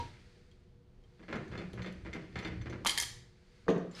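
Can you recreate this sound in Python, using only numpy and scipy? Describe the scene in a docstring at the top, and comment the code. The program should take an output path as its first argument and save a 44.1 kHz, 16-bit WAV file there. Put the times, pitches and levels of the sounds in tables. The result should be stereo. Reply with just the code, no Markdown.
"""A long steel key works a tight screw in an aluminium engine housing on a cloth-covered garage bench.
A metal knock dies away over faint room hum, and clothes rustle as the arm reaches over. Each turn
scrapes in gritty stick-slip bursts and rocks the housing, with light ticks of steel on steel.
Near 2.85 s the key clatters free of the screw head; near 3.7 s it is set down with a thud and
a jingle. A few last ticks follow, and the clothes rustle again."""
import sys
import numpy as np
from scipy import signal
from scipy.fft import rfft, irfft, next_fast_len
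from scipy.io import wavfile
from scipy.ndimage import map_coordinates

SR = 44100
rng = np.random.default_rng(int(sys.argv[2]) if len(sys.argv) > 2 else 0)


def master(y):
    """Save y as 16-bit WAV."""
    cut = np.clip(np.atleast_2d(y).T, -1, 1)
    pcm = np.round(cut * 32767)  # scale
    wavfile.write(sys.argv[1], SR, pcm.astype(np.int16))


N = 176400
T = np.arange(N) / SR

# how alike left and right are, from near mono bass to wide treble: freq_hz, correlation
STEREO_LIKENESS = [(50, 0.82), (250, 0.94), (600, 0.86), (1200, 0.66), (2500, 0.62), (4500, 0.23),
                   (12000, .05)]
LEFT_RIGHT = np.array([[.5], [-.5]])  # splits a difference between the two sides


def amp(db):
    """Decibels to gain."""
    return 10 ** (np.asarray(db) / 20)


def unit(x):
    """Scale to rms 1."""
    return x / np.sqrt(np.mean(x ** 2) + 1e-20)


def along(points, hz):
    """Read a curve of (freq_hz, value) points on a log frequency axis."""
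    freqs, values = np.transpose(points)
    return np.interp(np.log(hz + 1), np.log(freqs + 1), values)


def fader(points):
    """Gain per sample from (time_s, level_db) points."""
    return amp(np.interp(T, *np.transpose(points)))


def filtered(x, response):
    """Zero-phase EQ; response maps frequency to gain."""
    size = next_fast_len(x.shape[-1] + SR // 4)
    gains = response(np.fft.rfftfreq(size, 1 / SR))
    return irfft(rfft(x, size) * gains, size)[..., :x.shape[-1]]


def colour(x, eq, size=8192):
    """Minimum-phase EQ: nothing rings ahead of an attack, and white noise keeps its power."""
    cepstrum = irfft(np.log(amp(along(eq, np.fft.rfftfreq(size, 1 / SR)))))
    cepstrum[1:size // 2] *= 2
    cepstrum[size // 2 + 1:] = 0
    impulse = irfft(np.exp(rfft(cepstrum)))
    return signal.fftconvolve(x, impulse[None] / np.linalg.norm(impulse), axes=1)[:, :N]


def add(track, start_s, x):
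    """Mix x into the track at start_s."""
    i = max(0, round(start_s * SR))
    track[:, i:i + x.shape[-1]] += x[..., :max(0, N - i)]


def stereo_angle(hz):
    """Angle between left and right in radians: 0 is mono, pi/2 is unrelated."""
    return np.arccos(np.clip(along(STEREO_LIKENESS, hz), -1, 1))


def widen(pair):
    """Two unrelated signals become left and right, alike in the bass."""
    def mid_side_gains(hz):
        turn = stereo_angle(hz) / 2
        return np.array([np.cos(turn), np.sin(turn)])
    mid, side = filtered(pair, mid_side_gains)
    return np.array([mid + side, mid - side])


def panned(x, pan):
    """Tilt the sound between left and right, by frequency."""
    return filtered(x, lambda hz: amp(along(pan, hz) * LEFT_RIGHT))


def noise_bed(eq):
    """Steady coloured stereo noise of rms 1."""
    white = rng.standard_normal((2, N))
    return unit(widen(filtered(white, lambda hz: amp(along(eq, hz)))))


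def garage(x, wet_db, build_s=0.0023):
    """The direct sound plus the garage's diffuse reverb, whose treble dies first."""
    # reverb time of the room: freq_hz, t60_s
    decay = [(100, 0.8), (400, 0.52), (1500, 0.56), (4000, 0.53), (8000, 0.42), (14000, 0.29)]
    hz, t, spectrum = signal.stft(rng.standard_normal((2, SR)), SR, nperseg=256)
    spectrum = spectrum * amp(-60 * t / along(decay, hz)[:, None])
    tail = signal.istft(spectrum, SR, nperseg=256)[1][:, :SR]
    tail = widen(tail) * (1 - np.exp(-(T[:SR] / build_s) ** 2))
    reverb = signal.fftconvolve(x[:1], tail / np.linalg.norm(tail[0]), axes=1)[:, :N]
    return x + amp(wet_db) * reverb


def hits(starts_s, levels_db, eq, t60_s, rise_s=0.00061):
    """Short contacts: dense, quickly damped vibration, played as bursts of coloured noise."""
    track, t = np.zeros((2, N)), T[:SR // 5]
    for start_s, db in zip(starts_s, levels_db):
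        envelope = amp(db - 60 * t / t60_s) * (1 - np.exp(-t / rise_s))
        add(track, start_s, envelope * rng.choice([-1, 1], (2, len(t))))
    return widen(colour(track, eq))


def rings(starts_s, levels_db, modes, rise_cycles=0.61, spread_db=0.8):
    """Every contact rings the modes a little differently; high modes reach the two sides out of step."""
    track, t = np.zeros((2, N)), T[:SR // 2]
    partials = []
    for hz, db, t60_s in modes:
        attack = 1 - np.exp(-(t * hz / rise_cycles) ** 2)
        partials.append(attack * amp(db - 60 * t / t60_s) * np.exp(2j * np.pi * hz * t))
    phase_offset = stereo_angle(np.array(modes)[:, 0]) * LEFT_RIGHT
    for start_s, db in zip(starts_s, levels_db):
        phase = 2 * np.pi * rng.random(len(modes)) + phase_offset * rng.choice([-1, 1], len(modes))
        weights = amp(rng.normal(0, spread_db, len(modes))) * np.exp(1j * phase)
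        add(track, start_s, amp(db) * (weights @ np.array(partials)).imag)
    return track


def scrapes(starts_s, lengths_s, levels_db, eq, catch=1.7):
    """Bursts of stick-slip grains of uneven size and spacing: a first catch, hold, release."""
    grains_per_s, spread_db = 600, 3.5
    rise_s, fall_20db_s = .001, 0.031
    track, t = np.zeros((2, N)), T[:SR // 4]
    for start_s, length_s, db in zip(starts_s, lengths_s, levels_db):
        onsets = rng.random(len(t)) < grains_per_s / SR
        sizes = onsets * amp(np.minimum(rng.normal(0, spread_db, len(t)), 2 * spread_db))
        sizes[round(rise_s * SR)] = catch
        grains = unit(sizes * rng.choice([-1, 1], (2, len(t))))
        envelope = (1 - np.exp(-t / rise_s)) * amp(-20 * np.maximum(t - length_s, 0) / fall_20db_s)
        add(track, start_s, amp(db) * envelope * grains)
    return widen(colour(track, eq))


def wobble(rate_hz):
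    """A smooth random drift around zero."""
    return map_coordinates(rng.standard_normal(int(N * rate_hz / SR) + 4), [T * rate_hz])


def room_tone(air_db=-60.5):
    """Faint mains hum under low room air whose level wavers."""
    # mains harmonics: pitch_hz, level_db
    harmonics = [(119.5, -79.5), (360, -74.5), (479.5, -86), (599, -91.5)]
    # colour of the air: freq_hz, gain_db
    air_eq = [(12, -34), (20, -0.5), (118, -7.5), (174, -8.5), (328, -23.5), (367, -16), (445, -23),
              (484, -9), (540, -34.5), (587, -26.5), (2280, -42), (3180, -39), (15000, -61)]
    hum = sum(amp(db) * np.sqrt(2) * np.sin(2 * np.pi * (hz * T + rng.random())) for hz, db in harmonics)
    return hum + amp(air_db + wobble(rate_hz=5.66)) * noise_bed(air_eq)


def clothes(flutter_db=-0.1):
    """Fabric rubs as the arm moves, loudest at the start and the end."""
    # swell of the rustle: time_s, level_db
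    swell = [(0, -53.5), (.15, -65.5), (.36, -69), (.55, -75), (.85, -84), (1.15, -74.5), (1.4, -66.5),
             (2.8, -69.5), (3.3, -74.5), (3.48, -71), (3.57, -68), (3.66, -69.5), (3.9, -72.5),
             (3.96, -53.5), (4, -45.5)]
    # colour of rubbing cloth: freq_hz, gain_db
    cloth_eq = [(200, 0.5), (800, -7.5), (1400, 2), (2150, 3.5), (2750, -1.5), (3500, -1.5), (4600, 2),
                (5600, -6), (6100, -5), (8000, -12), (8800, -11), (11000, -23.5), (15000, -32)]
    return fader(swell) * amp(flutter_db * wobble(rate_hz=58)) * noise_bed(cloth_eq)


def fading_knock(tail_db=-41.5, tail_t60_s=0.47):
    """The housing and the room still ring from a knock as the scene opens."""
    # ring of the housing: pitch_hz, level_db, t60_s
    housing_modes = [(944, -34.5, 0.2), (1657, -61.5, 0.56), (2160, -65.5, 0.98), (3160, -55, 0.2),
                     (5870, -62, 0.43), (486, -51, 0.22), (249, -48.5, 0.18)]
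    # colour of the room's tail: freq_hz, gain_db
    tail_eq = [(59, -2.5), (100, 8.5), (182, -9.5), (332, -7.5), (698, -17.5), (933, -8.5), (1150, -25),
               (1350, -23), (4050, -20.5), (14000, -70)]
    return rings([0], [0], housing_modes) + amp(tail_db - 60 * T / tail_t60_s) * noise_bed(tail_eq)


def key_ticks(tip_offset_db=-15):
    """Light touches of steel on steel, each pinging at its own pitch over the ring of the key's tip."""
    # touches: start_s, click_db, pitch_hz, ping_db
    touches = [(0.514, -59, 3270, -71), (1.038, -68, 3170, -72.5), (1.311, -58, 13000, -90),
               (1.356, -46, 3420, -59), (1.48, -54, 6560, -74), (1.578, -50, 4300, -57),
               (1.7322, -44.5, 11000, -71), (1.82, -53, 4230, -60), (1.828, -51, 6180, -63),
               (1.863, -52, 3595, -54.5), (1.924, -50, 11100, -77), (2.135, -41.5, 2083, -46.5),
               (2.389, -42, 4630, -67), (2.431, -63.5, 6030, -62), (2.4505, -55, 3580, -49.5),
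               (2.476, -56, 9560, -76), (2.618, -56.5, 6080, -64.5), (2.699, -47.5, 6130, -61.5),
               (3.78, -49, 6700, -73), (3.913, -55, 7240, -64.5), (3.951, -49, 5200, -55)]
    # colour of the click: freq_hz, gain_db
    click_eq = [(500, -47), (2200, 0.5), (3200, 0.5), (5200, -1.5), (7400, -1), (8800, -19), (15000, -41)]
    # partials of a ping: pitch_ratio, level_db, t60_s
    ping_modes = [(.665, -5, .07), (0.976, 1, 0.066), (1.001, 6.5, 0.071), (1.03, 0, 0.043),
                  (1.202, -10, 0.073)]
    # thin, bright ring of the tip: pitch_hz, level_db, t60_s
    tip_modes = [(3560, -2, .08), (4290, 0, .09), (6060, -2, .1), (7320, -9, .07), (9560, -15, .1),
                 (10900, -13, .12), (11700, -22, .09), (13120, -22, .11)]
    start_s, click_db, _, _ = np.transpose(touches)
    pings = sum(rings([at_s], [db], np.array(ping_modes) * [hz, 1, 1]) for at_s, _, hz, db in touches)
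    clicks = hits(start_s, click_db, click_eq, t60_s=0.011)
    tip = rings(start_s, click_db + tip_offset_db, tip_modes)
    return garage(clicks, wet_db=-5) + garage(pings + tip, wet_db=-14.5)


def key_set_down():
    """The handle thumps the cloth-covered bench and bounces; loose parts jingle."""
    # landings of the handle: start_s, thump_db, slap_db, jingle_db, bench_db
    landings = [(3.665, -44.5, -55, -99, -56), (3.681, -25.5, -20.5, -47, -49),
                (3.6873, -22, -37, -38.5, -27.5), (3.7, -24, -51, -39.5, -61),
                (3.759, -25.5, -38.5, -56, -35), (3.827, -54, -56, -84, -54.5), (3.848, -51, -57, -90, -46)]
    # colours of the low thump, mid slap and bright jingle: freq_hz, gain_db
    thump_eq = [(40, -27), (110, -19.5), (165, 2), (300, -4), (470, 1), (620, -7), (900, -19.5),
                (2000, -35), (8000, -80)]
    slap_eq = [(150, -26), (600, 3), (1200, 5), (1550, 1), (1950, 9), (2700, -29), (4500, -17.5),
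               (12000, -66)]
    jingle_eq = [(1000, -21.5), (2500, 7), (3700, 2.5), (5200, -11), (6100, -0.5), (6700, -4), (7300, -13),
                 (10000, -24), (15000, -46)]
    # ring of the bench and of loose steel parts: pitch_hz, level_db, t60_s
    bench_modes = [(181, 2, .33), (212, -11, .2), (286, -6.5, .3), (337, -8, .24), (422, -3, .28),
                   (453, 1, .22), (524, -5, .22), (603, -14, .3), (655, -8, .2), (727, -14, .25)]
    loose_modes = [(3500, 3.5, 0.24), (3720, -14, 0.23), (5060, -15, 0.15), (6072, -11, 0.27),
                   (6400, -11, .2), (6360, -11, 0.22), (6540, -2, 0.16), (9140, -16, .2), (9980, -14, 0.17),
                   (12200, -27, .22), (14200, -31, 0.22)]
    start_s, thump_db, slap_db, jingle_db, bench_db = np.transpose(landings)
    thump = hits(start_s, thump_db, thump_eq, t60_s=0.063, rise_s=0.0014)
    slap = hits(start_s, slap_db, slap_eq, t60_s=0.019, rise_s=0.0013)
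    jingle = hits(start_s, jingle_db, jingle_eq, t60_s=0.043, rise_s=0.0023)
    contact = garage(thump + slap + jingle, wet_db=-4)
    bench = rings(start_s, bench_db, bench_modes)
    loose_parts = rings(start_s, jingle_db, loose_modes)
    return amp(1.5) * contact + amp(2) * bench + amp(-19) * loose_parts


def key_clatter(hollow_offset_db=-4):
    """The key snaps out of the screw head and rattles against the housing."""
    # clacks: start_s, dull_db, hard_db, treble_db, ring_db, treble_left_over_right_db
    clacks = [(2.848, -33.5, -48, -37.5, -59.5, -6), (2.8589, -21.5, -40.5, -54.5, -41.5, 3),
              (2.8647, -52, -24, -30.5, -23.5, -18.5), (2.8705, -36, -21.5, -23.5, -26, 1),
              (2.8746, -57, -29, -36, -30, 2), (2.8854, -47.5, -29, -34.5, -51.5, 15),
              (2.8941, -59, -21, -33, -31, -1.5), (2.9049, -61.5, -40, -29, -48, -3),
              (2.913, -61, -44, -37.5, -44, 4), (2.9759, -58.5, -22.5, -29, -28.5, -8.5),
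              (2.9827, -59, -26.5, -28, -23.5, -6.5), (2.9997, -52.5, -31, -25.5, -53, 12.5),
              (3.0116, -53, -40.5, -29, -57, 7.5), (3.0232, -41.5, -42, -31.5, -30.5, -7),
              (3.0326, -51.5, -31, -43.5, -57, -12)]
    # colours of a clack's dull body, hard attack and treble edge: freq_hz, gain_db
    dull_eq = [(80, -24), (250, -8.5), (600, -3.5), (1000, -3), (1250, 6.5), (1500, -4), (1800, -5),
               (3000, -4), (4500, -22), (12000, -42)]
    hard_eq = [(400, -16), (1300, -22), (1750, -1), (2150, -2.5), (2650, -11.5), (3140, 2.5), (3600, -3),
               (4700, -3.5), (5800, -14.5), (9000, -9), (15000, -35)]
    treble_eq = [(2000, -20.5), (4500, -1.5), (6800, 0.5), (8200, -5), (9900, -1), (10500, -8.5),
                 (11200, -5), (12200, -12), (14500, -19.5), (16000, -29)]
    # hollow knock of the housing, and long ring of key and housing: pitch_hz, level_db, t60_s
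    hollow_modes = [(240, -9, .035), (335, -6, .03), (620, -8, .022), (790, -8, .025), (960, -3, .035),
                    (1140, -2, .03), (2130, -9, .02), (3500, -8, .02)]
    metal_modes = [(945, -8, .19), (1735, -7, .2), (2127, -3, .24), (3105, 1, .07), (3144, 2, .12),
                   (3203, -5, .18), (3243, -2, .2), (3280, -7, .2), (4325, -7, .22), (4686, -5, .25),
                   (4892, -6, .25), (5034, -8, .2), (6420, -11, .22), (7620, -11, .2), (8720, -11, .2),
                   (9650, -7.5, .2), (9930, -11, .16), (11000, -11, .22), (13000, -20, .22)]
    start_s, dull_db, hard_db, treble_db, ring_db, pan_db = np.transpose(clacks)
    dull = hits(start_s, dull_db, dull_eq, t60_s=0.022)
    hollow = rings(start_s, dull_db + hollow_offset_db, hollow_modes)
    hard = hits(start_s, hard_db, hard_eq, t60_s=0.025)
    treble = hits(start_s, treble_db, treble_eq, t60_s=0.025)
    treble *= amp(np.interp(T, start_s, pan_db) * LEFT_RIGHT)
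    contact = garage(dull + hollow + hard + treble, wet_db=-7)
    ring = garage(rings(start_s, ring_db, metal_modes), wet_db=-35)
    return amp(1) * contact + amp(-13) * ring


def housing_rumble():
    """The housing rocks on the bench with each turn: swells of low noise."""
    # swells of the rocking: time_s, level_db
    swells = [(0, -59), (.4, -57.5), (1.1, -57), (1.23, -77), (1.35, -45), (1.46, -49.5), (1.53, -38.5),
              (1.69, -54), (1.77, -34.5), (1.83, -41), (1.86, -53.5), (2.03, -39), (2.25, -55), (2.37, -40),
              (2.42, -49), (2.6, -33), (2.7, -39), (2.98, -53), (3.04, -42), (3.23, -55), (3.4, -65),
              (3.6, -80)]
    # colour of the rumble: freq_hz, gain_db
    rumble_eq = [(20, -24.5), (45, -6.5), (75, 3), (100, -5), (120, 6.5), (150, -20.5), (300, -53),
                 (1000, -83)]
    return amp(-6) * fader(swells) * noise_bed(rumble_eq)


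def key_turning(ring_offset_db=-4.5):
    """The strained key sticks and slips in the screw; each slip knocks the housing and sets it ringing."""
    # slips of the key: start_s, length_s, rasp_db, knock_db, grit_db
    slips = [(0.134, 0.08, -75, -66, -65), (0.347, 0.051, -93, -69.5, -76), (0.872, 0.091, -89, -84, -100),
             (1.193, 0.044, -59.5, -54.5, -74), (1.226, 0.015, -62, -71, -64.5),
             (1.282, 0.033, -45, -45, -59.5), (1.3261, 0.0049, -35, -41.5, -48.5),
             (1.33, 0.041, -47, -35, -67), (1.353, 0.003, -49, -55, -54), (1.515, 0.039, -45, -45, -57),
             (1.576, 0.0045, -47.5, -47, -48), (1.588, 0.032, -47.5, -41, -51),
             (1.733, .03, -57.5, -49, -80), (1.776, 0.018, -42.5, -42.5, -95),
             (1.819, 0.0073, -60, -47, -48), (1.845, 0.0078, -41, -43.5, -56),
             (1.8605, 0.015, -50, -39.5, -48.5), (2.049, 0.034, -47.5, -46, -60),
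             (2.13, 0.018, -52, -50, -46), (2.143, 0.026, -46.5, -40, -51.5),
             (2.216, 0.043, -66, -56.5, -62), (2.319, 0.037, -81, -55, -64),
             (2.3562, 0.018, -39.5, -44, -46), (2.376, 0.028, -51, -46.5, -55),
             (2.389, 0.017, -80, -49, -46.5), (2.424, 0.014, -47, -54, -55.5),
             (2.448, 0.016, -41.5, -38.5, -43.5), (2.474, 0.014, -57, -44.5, -51),
             (2.518, 0.014, -54, -47.5, -56.5), (2.613, 0.006, -55, -55, -55.5),
             (2.658, 0.015, -43.5, -43.5, -55), (2.698, 0.016, -66.5, -42, -54),
             (2.726, 0.015, -42.5, -42.5, -56.5), (2.792, 0.036, -80, -49.5, -82)]
    # colours of the mid rasp, bright grit and low knock: freq_hz, gain_db
    rasp_eq = [(150, -19.5), (450, 0), (750, -1.5), (1000, -2.5), (1400, 1), (2100, -0.5), (2700, -10),
               (4000, -18.5), (7000, -30), (15000, -70.5)]
    grit_eq = [(600, -34), (2100, 10.5), (2800, 0), (3500, 1.5), (3900, -5.5), (4400, -0.5), (5400, -9.5),
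               (7300, -18), (10000, -27.5), (15000, -41)]
    knock_eq = [(50, -17), (120, -18.5), (180, 3.5), (235, -7.5), (340, -1), (480, -8), (700, -19),
                (1300, -49), (5000, -93)]
    # ring of the strained housing: pitch_hz, level_db, t60_s
    housing_ring_modes = [(1430, -4, .08), (1830, -1, .09), (2126, 1, .11), (3140, -6, .08), (3475, 0, .08),
                          (3555, -2, .08), (4265, -2, .09), (4740, -7, .08), (6050, -12, .1), (7250, -14, .1)]
    start_s, length_s, rasp_db, knock_db, grit_db = np.transpose(slips)
    rasp = scrapes(start_s, length_s, rasp_db, rasp_eq)
    grit = scrapes(start_s, length_s, grit_db, grit_eq)
    ring = garage(rings(start_s, grit_db + ring_offset_db, housing_ring_modes), wet_db=-21)
    scrape = garage(rasp + grit, wet_db=-3.5)
    knock = garage(scrapes(start_s, length_s, knock_db, knock_eq, catch=1), wet_db=-1.5)
    return ring + amp(-4.5) * scrape + amp(-2.5) * knock


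def scene():
    """The bench work sits to the left; the very top of the clatter leans right."""
    # stereo placement of the bench work and of the clatter: freq_hz, left_over_right_db
    bench_pan = [(100, 1), (400, 0.5), (1000, 3.5), (2500, 6.5), (6000, 3), (14000, -2)]
    clatter_pan = [(500, 0), (3000, 2.2), (6000, 2.5), (9000, -2), (14000, -5)]
    bench_work = panned(key_turning() + housing_rumble() + key_ticks() + key_set_down(), bench_pan)
    clatter = panned(key_clatter(), clatter_pan)
    return bench_work + clatter + fading_knock() + room_tone() + clothes()


def record(dry):
    """A steep low-pass trims the very top."""
    top_hz, edge_hz = 15900, 700
    return filtered(dry, lambda hz: np.clip((top_hz - hz) / edge_hz, 0, 1) ** 2)


dry = scene()
out = record(dry)
master(out)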